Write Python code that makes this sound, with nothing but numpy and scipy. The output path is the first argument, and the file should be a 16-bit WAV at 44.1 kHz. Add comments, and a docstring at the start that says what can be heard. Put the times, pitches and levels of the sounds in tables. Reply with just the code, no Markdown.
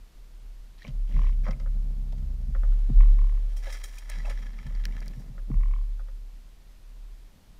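"""Hooking a fish from a boat

An angler shifts about on the bow deck on a quiet river; the camera stands on the same deck. His sandals
creak, his steps thump the hull and the deck shudders, so that a loose fitting chatters. An electric motor
hums briefly, its pedal clacks and water washes by. A hooked fish splashes beside the boat, bubbles ring,
drops patter back and the reel clicks."""
import sys
import numpy as np
from scipy import signal
from scipy.fft import rfft, irfft, next_fast_len
from scipy.io import wavfile

SR = 44100
rng = np.random.default_rng(int(sys.argv[2]) if len(sys.argv) > 2 else 0)


def persist_wave(psi):
    """Save psi, clipped to +-1, as 16-bit WAV."""
    counts = np.round(np.clip(psi, -1, 1) * 32767).astype(np.int16)
    wavfile.write(sys.argv[1], SR, np.atleast_2d(counts).T)


N = 335071
T = np.arange(N) / SR
RING = T[:SR // 2]  # the half second that one short sound gets

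# the electric bow motor: t/s, blade rate/Hz, level of the blade tone/dB, level of its overtones/dB
MOTOR_RUN = [(1.2, 60.05, -33, -63), (1.4, 63.92, -44.5, -48.5), (1.6, 67.2, -46.5, -47),
             (1.9, 66.2, -46.5, -48), (2.14, 65.5, -46, -46), (2.24, 65.2, -34, -42.5),
             (2.33, 60.6, -36.5, -51), (2.45, 58, -38, -43.5), (2.65, 49.8, -36, -64)]


def undb(db):
    """Turn decibels into a factor to multiply by."""
    return 10 ** (np.asarray(db) / 20)


def curve(rows, column=1):
    """Join the points of one table column with straight lines over time."""
    rows = np.asarray(rows)
    return np.interp(T, rows[:, 0], rows[:, column])


def during(rows, fade_s=0.022):
    """One while a table lasts, fading in and out at its ends."""
    return np.clip(np.minimum(T - rows[0][0], rows[-1][0] - T) / fade_s, 0, 1)


def swell(start, length, rise_s, fall_db_per_s):
    """Rise smoothly, hold until the length is over, then die away."""
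    attack = np.sin(np.pi / 2 * np.clip((T - start) / rise_s, 0, 1)) ** 2
    return attack * undb(-fall_db_per_s * np.maximum(T - start - length, 0))


def together(levels):
    """The joint strength of unrelated sounds: their squares add up."""
    return np.sqrt(sum(level ** 2 for level in levels))


def unit(x):
    """Scale to an average strength (rms) of 1."""
    return x / x.std()


def peak(x, db):
    """Scale to a peak level."""
    return x * undb(db) / np.abs(x).max()


def add(out, s, x):
    """Mix a sound in at time s."""
    i = int(s * SR)
    out[i:i + len(x)] += x[:N - i]


def colour(x, points):
    """Shape bass and treble along a line of points: f/Hz, level/dB."""
    hz, db = np.transpose(points)
    size = next_fast_len(len(x) + 2048)
    f = np.maximum(np.fft.rfftfreq(size, 1 / SR), 1)
    gain = undb(np.interp(np.log(f), np.log(hz), db))
    return irfft(rfft(x, size) * gain, size)[:len(x)]


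def cut(x, hz, kind, order=2):
    """Keep what lies below hz ("low") or above it ("high")."""
    return signal.sosfilt(signal.butter(order, min(hz, SR / 2 - 1), kind, fs=SR, output="sos"), x)


def walk(rate):
    """A random drift of about 1 either way, turning `rate` times a second."""
    steps = rng.standard_normal(1024)
    return np.interp(T * rate, np.arange(len(steps)), steps)


def fade(t60):
    """Die away by 60 dB in t60 seconds, the fade time."""
    return np.exp(-np.log(1000) * RING / t60)


def burst(t60):
    """A puff of noise that dies away."""
    return rng.standard_normal(len(RING)) * fade(t60)


def ring(modes, scatter_db=0):
    """The fading tones of a struck object; their mix depends on where it is hit."""
    out = np.zeros(len(RING))
    for k, (hz, db, t60) in enumerate(modes):
        strength = undb(db + scatter_db * rng.standard_normal())
        out += (-1) ** k * strength * np.sin(2 * np.pi * hz * RING) * fade(t60)
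    return out


def rough_ring(hz, t60, q):
    """A brief scrape around one pitch; a higher q makes the pitch clearer."""
    band = signal.iirpeak(hz, q, fs=SR)
    return signal.lfilter(*band, signal.lfilter(*band, burst(t60)))


def grains(rate, spread_db):
    """Random tiny impacts, about `rate` a second, a few larger than the rest."""
    size = undb(spread_db * np.minimum(rng.exponential(size=N), 4))
    return unit((rng.random(N) < rate / SR) * size * rng.choice([-1, 1], N))


def pings(length, rate, low_hz, high_hz, cycles, glide):
    """A swarm of short notes of random pitch and size, each gliding upwards."""
    size = int(length * SR)
    out = np.zeros(size + SR // 20)
    t = RING[:SR // 20]
    for when, pitch, strength in rng.random((2048, 3))[:int(rate * length)]:
        hz = low_hz * (high_hz / low_hz) ** pitch
        age = t * hz / cycles
        phase = 2 * np.pi * hz * t * (1 + glide * np.minimum(age, 1))
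        note = np.sin(phase) * np.exp(-np.log(1000) * age)
        add(out, when * length, note * undb(-20 * strength))
    return unit(out[:size])


def housed(x, direct_db, vary=0):
    """The camera's plastic case rings with a sound; `vary` makes each blow ring differently."""
    # where the case rings: f/Hz, width/Hz, level/dB
    case_tones = [(570, 20, -3), (784, 790, -2.5), (1274, 87, -1.5), (1742, 85, 6.5), (2006, 194, 4),
                  (2236, 73, -2), (3187, 104, 1.5), (3866, 130, -3), (4760, 130, -3.5), (5430, 370, -2.5),
                  (6800, 117, -7), (8250, 300, -15.5), (9070, 190, -8.5)]
    out = undb(direct_db) * cut(x, 600, "high", order=1)
    for (hz, width, db), (shift, share) in zip(case_tones, vary * rng.standard_normal((len(case_tones), 2))):
        band = signal.iirpeak(hz * (1 + 0.02 * shift), hz / width, fs=SR)
        out = out + undb(db + 4.5 * share) * signal.lfilter(*band, x)
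    return out


def air():
    """Faint, even hiss over the river."""
    # tone colour of the air: f/Hz, level/dB
    air_colour = [(35, -10.5), (50, -10.5), (58, -20), (70, -22), (260, -34.5), (622, -39.5), (1510, -43.5),
                  (4450, -46), (8710, -52.5), (14100, -53), (15500, -66)]
    hiss = colour(rng.standard_normal(N), air_colour)
    return hiss / cut(hiss, 178, "high").std() * undb(-64 + 0.16 * walk(22))


def sway():
    """How far the deck swings: each push builds it up and the water calms it."""
    # shifts of the angler's weight: start/s, length/s, level/dB
    weight_shifts = [(-0.1, 0.25, -44), (0.2, 0.28, -39.5), (.88, 0.11, -24.5), (1.11, 0.075, -17.5),
                     (1.6, 0.12, -24.5), (2.419, 0.3, -18), (2.919, 0.06, -10), (3.92, 0.38, -27.5),
                     (4.63, 0.16, -25.5), (5.26, 0.19, -31.5), (5.501, 0.074, -18), (6.65, 0.42, -40.5)]
    # brief dips in the swing: t/s, half width/s, depth/dB
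    lulls = [(0.11, 0.035, -33), (1.57, 0.018, -16), (4.63, 0.011, -7), (6.56, 0.051, -8),
             (7.39, 0.062, -19)]
    pushes = [undb(db) * swell(s, length, length, fall_db_per_s=30.5) for s, length, db in weight_shifts]
    motor_shake = undb(-30) * during(MOTOR_RUN, fade_s=0.07)
    river_rocking = undb(-51)
    dip_db = sum(db * np.exp(-((T - s) / width) ** 2) for s, width, db in lulls)
    return together(pushes + [motor_shake, river_rocking]) * undb(dip_db)


def shudder():
    """The deck swings at its deepest tones, which wander as the load shifts."""
    # tones of the deck: f/Hz, level/dB, wander/Hz
    deck_tones = [(35.76, -2, 0.599), (27.1, -17, 1.56), (85.1, -33, 1.9)]
    swing = sum(undb(db) * np.sin(2 * np.pi * np.cumsum(hz + wander * walk(9.5)) / SR)
                for hz, db, wander in deck_tones)
    return unit(swing) * sway()


def creaks():
    """Rubber sandals stick and slip: a swell of tiny squeaks over a dry rustle."""
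    # creaks on the deck: start/s, length/s, level/dB, lowest squeak/Hz
    sandal_creaks = [(0.773, 0.14, -60, 2160), (1.071, 0.27, -59.5, 1790), (1.434, 0.054, -55.5, 980),
                     (3.026, 0.19, -68, 1980)]
    out = np.zeros(N)
    for s, length, db, hz in sandal_creaks:
        slips = pings(length, rate=220, low_hz=hz, high_hz=2 * hz, cycles=21, glide=0.016)
        rustle = housed(rng.standard_normal(len(slips)), direct_db=-43)
        rustle = unit(cut(cut(rustle, 1500, "high"), 6300, "low", order=4))
        arch = np.sqrt(np.abs(np.sin(np.linspace(0, np.pi, len(slips)))))
        add(out, s, (slips + undb(-2) * rustle) * arch * undb(db))
    return out


def underfoot():
    """Boards and hatch lids give under a step, and rubber squeaks."""
    # hollow tocks of boards and lids: t/s, f/Hz, peak/dB
    tocks = [(0.847, 625, -41.5), (1.485, 554, -36), (2.129, 594, -45.5), (2.893, 586, -47),
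             (2.897, 276, -36), (5.501, 237, -29.5)]
    # single squeaks of rubber: t/s, f/Hz, peak/dB
    squeaks = [(0.819, 1870, -44), (0.848, 2300, -40.5), (1.442, 2180, -50), (1.53, 2200, -46)]
    out = np.zeros(N)
    for s, hz, db in tocks:
        add(out, s, peak(rough_ring(hz, t60=0.047, q=1.87), db))
    for s, hz, db in squeaks:
        add(out, s, peak(rough_ring(hz, t60=0.045, q=6.3), db))
    return out


def footfalls():
    """Soft steps make the hull boom; between them the soles rumble on the carpet."""
    # soles rolling and shuffling: start/s, length/s, level/dB
    shuffles = [(0.833, 0.083, -49.5), (1.071, 0.15, -45), (1.418, 0.045, -42.5), (1.726, 1.0, -51.5),
                (4.128, 0.62, -53), (4.829, 0.45, -49), (5.463, 0.072, -48), (7.31, 0.17, -60.5)]
    # tone colour of the rumble: f/Hz, level/dB
    rumble_colour = [(45, -5.5), (75, 2), (140, 1), (225, -1), (320, -16.5), (560, -17), (900, -26),
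                     (2000, -46)]
    # steps: t/s, peak/dB, favoured pitch/Hz
    steps = [(0.872, -31.5, 171), (1.133, -28.5, 70.5), (1.153, -28, 82), (1.480, -28.5, 273),
             (2.478, -28.5, 110), (2.891, -22, 150), (4.171, -41.5, 193), (4.648, -29.5, 108),
             (5.160, -34, 200), (5.285, -37, 200), (5.497, -26, 170), (5.530, -26.5, 105)]
    # tones of the hull panels: f/Hz, level/dB, fade time/s
    hull_tones = [(55.8, 3.5, 0.3), (87.4, -12.5, 0.6), (116.7, -1, 0.17), (134.2, 3.5, 0.2),
                  (151.8, 3.5, 0.09), (196.4, -5.5, 0.16), (236.2, -5, 0.14), (283, -14, 0.035)]
    soles = [undb(db) * swell(s, length, rise_s=0.03, fall_db_per_s=67) for s, length, db in shuffles]
    grumble = [undb(-38.5) * sway(), undb(-70)]  # the hull grumbles as it swings, and a little at rest
    out = unit(colour(grains(260, spread_db=1.34), rumble_colour)) * together(soles + grumble)
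    for s, db, hz in steps:
        boom = ring(hull_tones, scatter_db=2.5) + undb(-2) * cut(burst(0.055), 560, "low", order=4)
        # a flat sole is deep, a heel higher
        boom = cut(cut(boom, 0.85 * hz, "low", order=1), hz / 1.53, "high")
        add(out, s, peak(boom * np.minimum(RING / 0.0056, 1), db))
    return out


def knocks():
    """Gear hits the deck: ringing tones, a woody clatter and a short, bright crack."""
    # hard knocks: t/s, peak/dB, treble/dB
    hits = [(0.877, -42, 15), (1.4646, -31.5, -12), (1.473, -37.5, -12), (1.482, -33, -3), (1.508, -36, 9),
            (1.598, -42.5, 7), (2.122, -48, 23), (2.18, -49.5, 15)]
    # tones of the gear: f/Hz, level/dB, fade time/s
    gear_tones = [(524, 0.5, 0.17), (606, -2.5, 0.23), (1066, 0.5, 0.054), (1269, -1.5, 0.1),
                  (1470, -1.5, 0.01), (1920, -5, 0.033), (2076, -7.5, 0.15), (2300, -7, 0.037)]
    out = np.zeros(N)
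    for s, db, treble_db in hits:
        clatter = cut(cut(burst(0.11), 1600, "low", order=4), 630, "high")
        crack = cut(cut(housed(burst(0.033), direct_db=0), 2000, "high"), 5700, "low", order=4)
        knock = ring(gear_tones, scatter_db=1.5) + undb(11.5) * clatter + undb(treble_db + 2) * crack
        add(out, s, peak(knock * (1 - fade(0.0076)), db))
    return out


def chatter():
    """The shaking deck bounces a loose fitting in uneven, fading taps; harder ones rasp more."""
    # runs of taps: start/s, end/s, first tap/dB, second tap/dB, fall/(dB per s)
    runs = [(1.1656, 1.294, -38, -36, 68), (3.007, 3.109, -32.5, -39.5, 126),
            (3.189, 3.27, -38, -40.5, 116), (3.295, 3.375, -43.5, -49, 30),
            (5.515, 5.568, -42.5, -43, 349.5), (5.609, 5.683, -46, -37, 182),
            (5.711, 5.838, -44.5, -38.5, 141)]
    # tones of the fitting: f/Hz, level/dB, fade time/s
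    fitting_tones = [(1055, 0.5, 0.019), (1220, -9, 0.015), (1940, -12, 0.019), (2266, -11.5, 0.02)]
    taps_per_s, hard_tap_db = 39, -30
    out = np.zeros(N)
    for start, end, first_db, second_db, fall in runs:
        for k, s in enumerate(np.linspace(start, end, round((end - start) * taps_per_s) + 1)):
            faded_db = second_db - fall * (k - 1) / taps_per_s
            db = faded_db + 1.3 * rng.standard_normal() if k else first_db
            rasp = cut(cut(burst(0.014), 2350, "low", order=8), 1600, "high", order=4)
            tap = ring(fitting_tones, scatter_db=2.5) + undb(4.5 + 0.33 * (db - hard_tap_db)) * rasp
            add(out, s, peak(tap * np.minimum(RING / 0.00065, 1), db))
            tick = rough_ring(2884, t60=0.009, q=3.9)  # a lighter touch on the way back
            add(out, s + 0.017, peak(tick, db - 17 + 2 * rng.standard_normal()))
    return out


def motor():
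    """The propeller hums through the hull and shakes it harder as it runs down."""
    # overtones of the hum: multiple of the blade rate, level/dB
    hum_overtones = [(2, -1.5), (3, -12), (4, -19.5)]
    blade_hz = curve(MOTOR_RUN) * (1 + 0.0024 * walk(19))
    phase = 2 * np.pi * np.cumsum(blade_hz) / SR
    overtones = sum(undb(db + walk(9.5)) * np.sin(k * phase) for k, db in hum_overtones)
    hum = np.sin(phase) * undb(curve(MOTOR_RUN, 2)) + overtones * undb(curve(MOTOR_RUN, 3))
    return np.sqrt(2) * hum * during(MOTOR_RUN)


def pedal():
    """The foot pedal meets its stop with a dull, short clack and bounces once."""
    # clacks of the pedal: t/s, peak/dB
    clacks = [(1.659, -41.5), (2.548, -37), (2.632, -37.5), (2.721, -48), (5.378, -43), (5.994, -45.5),
              (6.083, -49)]
    # tones of the pedal: f/Hz, level/dB, fade time/s
    pedal_tones = [(540, -1.5, 0.083), (1256, 0.5, 0.04), (1430, 4, 0.021), (1880, -3.5, 0.024),
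                   (3400, -6, 0.015)]
    out = np.zeros(N)
    for s, db in clacks:
        for delay_s, drop_db in [(0, 0), (0.013, -9)]:
            grit = cut(cut(burst(0.055), 1880, "low", order=6), 520, "high")
            clack = ring(pedal_tones, scatter_db=1.5) + undb(13) * grit
            add(out, s + delay_s, peak(clack * np.minimum(RING / 0.0031, 1), db + drop_db))
    return out


def wash():
    """Water rushes softly along the hull as the bow turns."""
    # tone colour of the water: f/Hz, level/dB
    wash_colour = [(200, -8.5), (500, -2.5), (1000, -10), (3500, -17), (15000, -33)]
    flow = swell(start=2.435, length=0.99, rise_s=0.23, fall_db_per_s=16)
    return unit(colour(grains(3000, spread_db=2.8), wash_colour)) * flow * undb(-62.5)


def whine():
    """The steering gear turns the bow with a faint, thin tone, unsteady in pitch."""
    phase = 2 * np.pi * np.cumsum(3900 + 50 * walk(130)) / SR
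    return np.sin(phase) * undb(-71) * swell(start=2.6, length=0.47, rise_s=0.47, fall_db_per_s=50)


def splash():
    """A fish thrashes: slaps, clumps of drops, bubbles and fine spray."""
    # water thrown up by each thrash: start/s, level/dB, extra level of its spray/dB
    thrashes = [(3.492, -61.5, -5), (3.624, -48, -10), (3.698, -50, -5.5), (3.83, -55, -0.5),
                (4.088, -46, -13.5), (4.25, -53, -11), (5.13, -76, 9)]
    # slaps of the fish and of falling water: t/s, peak/dB, fade time/s, treble/dB
    slaps = [(3.564, -42.5, 0.18, 9), (3.668, -38.5, 0.05, -14), (3.723, -35, 0.081, 1),
             (3.837, -31, 0.053, 9.5), (3.982, -36.5, 0.06, 14), (4.097, -31.5, 0.021, 9.5),
             (4.252, -41, 0.12, -3), (4.296, -32.5, 0.069, -7), (4.31, -38, 0.079, -8),
             (4.464, -46, 0.03, -6), (4.664, -41.5, 0.039, -6), (5.015, -42.5, 0.039, -30)]
    rise_s, fall_db_per_s, patter_start_s, patter_length_s = 0.0069, 67, 3.644, 1.443
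    drops = unit(cut(housed(grains(650, spread_db=1.7), direct_db=-25), 5300, "low"))
    bubbles = np.zeros(N)
    add(bubbles, thrashes[0][0], pings(2, rate=170, low_hz=1300, high_hz=4200, cycles=22, glide=0.015))
    spray = unit(cut(housed(grains(4000, spread_db=4.6), direct_db=-19), 4200, "high", order=4))
    surges = [undb(db) * swell(s, rise_s, rise_s, fall_db_per_s) for s, db, _ in thrashes]
    spray_surges = [surge * undb(db) for surge, (_, _, db) in zip(surges, thrashes)]
    falling = undb(-63) * swell(patter_start_s, patter_length_s, rise_s, fall_db_per_s)
    out = (undb(-2) * drops + undb(-15) * bubbles) * together(surges + [falling])
    out += spray * together(spray_surges + [undb(-39) * falling])
    out += patter(patter_start_s) * falling
    out *= undb(2 * walk(70))  # water comes down in clumps
    for s, db, t60, treble_db in slaps:
        slap = housed(burst(t60) * np.minimum(RING / 0.003, 1), direct_db=-25, vary=0.7)
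        add(out, s, peak(colour(slap, [(2200, 0.0069), (8000, treble_db)]), db))
    return out


def patter(bubbles_start_s):
    """Separate drops land with a short plop each; some trap a bubble."""
    landings = grains(110, spread_db=1.6)
    plop = cut(burst(0.011), 2600, "low", order=1)
    plops = signal.fftconvolve(landings, plop)[:N]
    out = unit(cut(housed(plops, direct_db=-17), 340, "high"))
    bubbles = pings(2, rate=70, low_hz=1200, high_hz=4800, cycles=26, glide=0.015)
    add(out, bubbles_start_s, undb(-5) * bubbles)
    return out


def bubble(hz, t60):
    """Trapped air rings and rises in pitch as it nears the surface."""
    rising_hz = hz * (1 + 0.053 * np.minimum(RING / t60, 1))
    phase = 2 * np.pi * np.cumsum(rising_hz) / SR
    return np.sin(phase) * fade(t60) * np.minimum(RING / 0.0017, 1)


def trapped_air():
    """Ragged air pockets gulp where the fish goes under; large drops plop."""
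    # large air pockets: t/s, f/Hz, peak/dB, fade time/s
    gulps = [(3.667, 547, -39.5, 0.12), (3.669, 733, -47, 0.13), (4.247, 630, -42, 0.08),
             (4.266, 840, -43, 0.2), (4.277, 593, -38.5, 0.067), (4.304, 580, -40, 0.078)]
    # bubbles trapped by large drops: t/s, f/Hz, peak/dB
    plops = [(3.658, 1920, -49), (3.671, 1670, -44.5), (3.979, 2430, -44.5), (4.130, 1650, -46),
             (4.197, 1930, -42), (4.251, 2590, -42), (4.467, 1680, -45.5)]
    out = np.zeros(N)
    for s, hz, db, t60 in gulps:
        gurgle = peak(rough_ring(hz, t60, q=2.6), 0)
        add(out, s, peak(bubble(hz, t60) + 1.9 * gurgle, db))
    for s, hz, db in plops:
        add(out, s, peak(bubble(hz, t60=92 / hz), db))  # rings for 92 cycles
    return out


def drips():
    """Single drops hit the water and the hull, each with a dry tick of its own pitch."""
    # drops landing: t/s, peak/dB
    landings = [(3.758, -49), (4.116, -37), (4.326, -42), (4.588, -38.5), (4.839, -40), (4.882, -48),
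                (4.911, -47), (4.923, -45), (4.9662, -38.5), (4.978, -43), (5.026, -40.5), (5.061, -47),
                (5.136, -48.5)]
    out = np.zeros(N)
    for s, db in landings:
        hz = 1800 * np.exp(0.24 * rng.standard_normal())
        tick = signal.lfilter(*signal.iirpeak(hz, Q=2.4, fs=SR), burst(0.021))
        add(out, s, peak(housed(tick, direct_db=-10, vary=0.66), db))
    return out


def tackle():
    """One sharp snap of the reel, then small ticks that stir only its high tones."""
    # clicks of rod and reel: t/s, peak/dB, lowest pitch kept/Hz
    clicks = [(4.854, -23, 500), (5.005, -40, 5150), (5.059, -49, 6500), (5.0807, -34.5, 4540)]
    # tones of the reel: f/Hz, level/dB, fade time/s
    reel_tones = [(1720, 1.5, 0.014), (2430, -3, 0.015), (2900, 0, 0.007), (4140, -3, 0.012),
                  (4620, 3, 0.0072), (5720, 2, 0.0053), (6930, -8, 0.0077)]
    out = np.zeros(N)
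    for s, db, low_hz in clicks:
        crack = cut(housed(burst(0.004), direct_db=-4), 11000, "low", order=1)
        snap = ring(reel_tones) + undb(5) * crack
        add(out, s, peak(cut(snap, low_hz, "high", order=4), db))
    return out


def scene():
    """Everything heard on the deck, in one channel."""
    deck = shudder() + footfalls() + motor() + whine() + knocks() + pedal() + chatter()
    sandals = creaks() + underfoot()
    water = splash() + drips() + trapped_air() + wash()
    return (deck + sandals + water + tackle() + air())[None]


def record(dry):
    """The camera cuts off the treble above 15500 Hz."""
    return signal.sosfilt(signal.ellip(8, 0.2, 70, 15500, fs=SR, output="sos"), dry)


dry = scene()
out = record(dry)
persist_wave(out)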